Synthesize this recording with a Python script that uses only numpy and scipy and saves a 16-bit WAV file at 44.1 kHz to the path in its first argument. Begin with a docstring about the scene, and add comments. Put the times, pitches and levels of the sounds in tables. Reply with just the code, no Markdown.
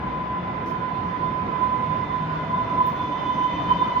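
"""Light-rail train drawing level with a platform.

The wheels rumble on a street track; the street's low hums come and go. The traction electronics whine
near 1 kHz, fluttering more and more as echoes beat with the direct tone. Higher whistles and hiss grow
as the train nears; the air brakes let out a few short, thin puffs."""
import sys
import numpy as np
from scipy import signal
from scipy.fft import rfft, irfft
from scipy.io import wavfile
from scipy.ndimage import uniform_filter1d

SR = 44100
rng = np.random.default_rng(int(sys.argv[2]) if len(sys.argv) > 2 else 0)


def generate_wav(signal):
    """Clip the signal to [-1, 1] and save it as 16-bit WAV at the path in sys.argv[1]."""
    frames = np.transpose(np.atleast_2d(signal))
    scaled = np.clip(frames, -1, 1) * 32767
    pcm = np.round(scaled).astype(np.int16)
    wavfile.write(sys.argv[1], SR, pcm)


N = 176400
SPEED_M_S, ABREAST_S, SIDE_M = 7.04, 3.9, 5.484

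# Rolling noise density: f/Hz, far level/dB, near level/dB, L-R/dB
ROLLING_SPECTRUM = [(20, -102, -101, 0), (37, -90, -89, -0.5), (52, -61.5, -64, -0.5), (76, -65, -64, 0),
                    (103, -59.5, -58, 0), (170, -55.5, -55.5, 0), (265, -60, -57.5, 0),
                    (420, -65.5, -64, -1), (710, -64.5, -62.5, -1), (1236, -69.5, -68, -3.5),
                    (1740, -73.5, -72.5, -1), (2234, -77.5, -76.5, 1), (2780, -82.5, -80, 3.5),
                    (3350, -87, -83, 6), (3750, -89, -86.5, 6), (3930, -91.5, -85, 5),
                    (4670, -96.5, -91, -1), (5400, -102.5, -95.5, -3.5), (6620, -109, -100, -9),
                    (8260, -122, -116, -1.5), (13000, -119, -113, -3.5)]
# Rolling noise stereo image: f/Hz, L-R correlation
ROLLING_CORRELATION = [(30, 0.95), (150, .96), (290, 0.82), (640, 0.33), (1400, 0.13), (6000, 0.041)]
# Whine pitch: t/s, f/Hz
WHINE_GLIDE = [(0, 1010), (1, 1009.6), (2, 1008.8), (2.9, 1007.6), (3.5, 1007), (4, 1004)]
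# Whine strength: t/s, direct level/dB, direct L-R/dB, echo level/dB
WHINE_ENVELOPE = [(0, -34, 3.5, -35.5), (.35, -31.5, 3.5, -34.5), (.7, -30.5, -11.5, -35.5),
                  (1.2, -28.5, -14, -35.5), (1.65, -25, -12, -35.5), (2.1, -25, -15, -34.5),
                  (2.4, -29.5, -1.5, -33), (2.9, -23, -6, -32.5), (2.96, -35, -9, -31),
                  (3.45, -28, -7, -29.5), (3.75, -29, -6, -28.5), (4, -33, -9, -30)]
# Flares and dips of the direct whine: t/s, half length/s, gain/dB
WHINE_FLARES = [(1.225, .015, 2.5), (2.06, .028, -12), (2.27, .025, -10), (2.47, .02, -8),
                (2.545, 0.015, 6), (2.675, .02, -12), (2.73, 0.0083, 4), (2.812, 0.031, 3.5),
                (3.311, 0.013, 9), (3.444, 0.038, 7), (3.55, .03, -12), (3.597, .014, 9),
                (3.712, 0.015, 15.5), (3.823, 0.011, 15.5), (3.976, .014, 15)]
# Drive whistles: f/Hz, half width/Hz, far level/dB, peak level/dB, peak t/s, half length/s, L-R/dB
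DRIVE_WHISTLES = [(1445, 3, -54.5, -50.5, 3.2, 1.1, -4.5), (2016, 4, -51.5, -44.5, 3.7, .45, -3),
                  (2055, 5.5, -55, -54, 2.6, 1, 0), (2420, 3, -68.5, -56.5, 3.9, .6, 2.5),
                  (2468, 3, -68.5, -57, 4.4, .6, 2), (2513, 3, -67.5, -58.5, 3.9, .6, 2),
                  (2536, 3, -68, -59, 3.9, .6, 1.5), (2990, 8, -71, -51.5, 3.8, 0.92, 4.5),
                  (3056, 10, -65, -43, 3.7, .45, 6), (3085, 5, -67, -56.5, 3.6, 1.1, 4.5),
                  (3471, 6, -64, -45, 3.25, .35, 6), (3508, 4.6, -70, -60, 3.4, 1.1, 4.5),
                  (3581, 7.4, -66, -50, 3.7, 1.2, 5), (4513, 30, -82.5, -71, 4.3, 1, 0),
                  (5030, 30, -76.5, -68, 3.7, 1, 0), (6043, 14, -86.5, -67, 3.5, .8, -10),
                  (6470, 6, -96, -79, 3.3, .9, -9.5)]
# Low hums: peak t/s, half length/s, f/Hz, half width/Hz, level/dB
HUM_SWELLS = [(.1, .35, 66, 2, -40.5), (0.046, .25, 130, 1.8, -43.5), (0.81, .8, 177, 1.7, -42),
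              (1.95, 0.2, 158, 4, -36.5), (2.53, .35, 157, 1.4, -35), (2.1, .6, 103, 10, -42.5),
              (2.65, .35, 662.9, 6.7, -43.5), (3.8, .4, 175, 2, -40), (3.7, .5, 300, 15, -40),
              (3.7, .3, 55, 6, -46)]
# Brake air: t/s, hold/s, T60/s, f/Hz, half width/Hz, level/dB, L-R/dB
BRAKE_PUFFS = [(.658, 0.058, .12, 11500, 450, -67, -3), (0.657, 0.049, .2, 5400, 1300, -60, -0.5),
               (2.86, .012, .17, 13800, 1900, -50, -9), (2.899, .1, .5, 13500, 1900, -70, -6.5),
               (3.333, .03, .2, 11400, 500, -76.5, -4), (3.838, .012, 0.3, 11550, 300, -75, -3)]


def amp(db):
    return 10 ** (np.asarray(db) / 20)


def unit_rms(x):
    return x / np.sqrt(np.mean(abs(x) ** 2) + 1e-20)


def time_s():
    return np.arange(N) / SR


def over_time(rows):
    """Table columns as curves in time."""
    t_s, *columns = np.transpose(rows)
    return [np.interp(time_s(), t_s, column) for column in columns]


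def over_frequency(rows, hz):
    """Table columns interpolated in log frequency."""
    row_hz, *columns = np.transpose(rows)
    return [np.interp(np.log(hz + 1), np.log(row_hz), column) for column in columns]


def pan(side_db):
    """Constant-power L, R gains."""
    half_db = np.atleast_1d(side_db) / 2
    gains = amp([half_db, -half_db])
    return gains / np.sqrt(np.mean(gains ** 2, 0))


def stereo_pair(a, b, correlation):
    """Correlated L, R from two independent noises."""
    c = np.clip(correlation, -1, 1)
    return np.array([a, c * a + np.sqrt(1 - c ** 2) * b])


def flutter(width_hz, correlation, size=4096):
    """Random L, R drift of gain and phase, as from many moving echoes."""
    step = 100  # samples per control point
    hz = np.fft.fftfreq(size, step / SR)
    phasors = np.exp(2j * np.pi * rng.random((2, size)))
    drifts = np.fft.ifft(phasors / (1 + (hz / width_hz) ** 2) ** 0.79)
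    a, b = (unit_rms(np.interp(np.arange(N) / step, np.arange(size), row)) for row in drifts)
    return stereo_pair(a, b, correlation)


def tone(hz, gain):
    """Unit-rms sine times a complex gain."""
    return np.sqrt(2) * (gain * np.exp(2j * np.pi * np.cumsum(hz * np.ones(N)) / SR)).real


def nearness(t_s):
    """Log-distance scale: 0 at the start, 1 abreast."""
    far_m = np.hypot(SPEED_M_S * ABREAST_S, SIDE_M)
    now_m = np.hypot(SPEED_M_S * (ABREAST_S - t_s), SIDE_M)
    return np.log(far_m / now_m) / np.log(far_m / SIDE_M)


def rolling(patch_db=1.23, swell_db=.5):
    """Wheels, rails and fans: rumble with drifting patches, brighter as the train nears."""
    size, hop = 2048, 512
    frames, hz = N // hop + 5, np.fft.rfftfreq(size, 1 / SR)
    a, b, c, d, patches = rng.standard_normal((5, frames, len(hz)))
    patches = unit_rms(uniform_filter1d(uniform_filter1d(patches, size=8, axis=0), size=16, axis=1))
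    swell = unit_rms(uniform_filter1d(rng.standard_normal(frames), size=20))[:, None]
    far_db, near_db, side_db = over_frequency(ROLLING_SPECTRUM, hz)
    near = nearness(np.arange(frames) * hop / SR)[:, None]
    level_db = far_db + (near_db - far_db) * near + patch_db * patches + swell_db * swell
    noise = stereo_pair(a + 1j * b, c + 1j * d, over_frequency(ROLLING_CORRELATION, hz)[0])
    spectra = noise * amp(level_db) * pan(side_db)[:, None]
    _, rumble = signal.istft(spectra.transpose(0, 2, 1), nperseg=size, noverlap=size - hop)
    return rumble[:, :N] * np.sqrt(SR / hop * 3 / 8)


def traction_whine(throb_hz=29.57, left_delay_s=0.00021, echo_shift_hz=4.986, rear_shift_hz=26):
    """Throbbing drive tone, beating with echoes shifted down by the motion."""
    t, (hz,) = time_s(), over_time(WHINE_GLIDE)
    direct_db, side_db, echo_db = over_time(WHINE_ENVELOPE)
    delay = np.exp(-2j * np.pi * hz * np.array([[left_delay_s], [0]]))
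    flare = 1 + sum((amp(db) - 1) * np.exp(-((t - at_s) / half_s) ** 2)
                    for at_s, half_s, db in WHINE_FLARES)
    wobble_db = 2.2 * unit_rms(flutter(width_hz=12, correlation=1)[0].real)
    throb = 1 + 0.16 * np.sin(2 * np.pi * throb_hz * t)
    direct = amp(direct_db + wobble_db) * pan(side_db) * flare * throb * tone(hz, delay)

    near = np.clip(nearness(t), 0, 1)
    far_drift, near_drift, rear_drift = (flutter(width_hz, correlation=0.38) for width_hz in (13, 20, 5))
    drift = np.sqrt(1 - near) * far_drift + np.sqrt(near) * near_drift
    echo = tone(hz - echo_shift_hz * near, drift)
    rear_echo = amp(-4.5) * near * tone(hz - rear_shift_hz, rear_drift)
    return direct + amp(echo_db) * pan(side_db=-4) * (echo + rear_echo)


def drive_whistle(hz, width_hz, far_db, peak_db, peak_s, half_s, side_db, direct_to_echo=.65):
    """Thin wavering tone, swelling as its part of the train comes by."""
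    level_db = far_db + (peak_db - far_db) / (1 + ((time_s() - peak_s) / half_s) ** 2)
    waver = unit_rms(direct_to_echo + flutter(width_hz, correlation=0.34))
    return amp(level_db) * pan(side_db) * tone(hz, waver)


def hum(peak_s, half_s, hz, width_hz, level_db):
    """Low tone that swells and fades in the rumble."""
    swell = np.exp(-((time_s() - peak_s) / half_s) ** 2)
    return amp(level_db) * swell * tone(hz, flutter(width_hz, correlation=0.99))


def brake_puff(start_s, hold_s, t60_s, centre_hz, width_hz, level_db, side_db, attack_s=.003):
    """A brake valve opens sharply; the air hisses and dies away."""
    age_s, hz = time_s() - start_s, np.fft.rfftfreq(N, 1 / SR)
    band = 1 / (1 + abs((hz - centre_hz) / width_hz) ** 3)
    air = unit_rms(irfft(rfft(rng.standard_normal((2, N))) * band, N))
    attack = np.clip(age_s / attack_s, 0, 1)
    decay_db = 60 * np.maximum(age_s - hold_s, 0) / t60_s
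    return air * pan(side_db) * attack * amp(level_db - decay_db)


def scene():
    """The nearing train and the street's low hums, in stereo."""
    return (rolling() + traction_whine()
            + sum(drive_whistle(*row) for row in DRIVE_WHISTLES)
            + sum(hum(*row) for row in HUM_SWELLS)
            + sum(brake_puff(*row) for row in BRAKE_PUFFS))


def record(dry, cutoff_hz=15800):
    """Steep low-pass."""
    taps = signal.firwin(511, cutoff_hz, window=("kaiser", 9), fs=SR)
    return signal.oaconvolve(dry, taps[None], "same")


dry = scene()
out = record(dry)
generate_wav(out)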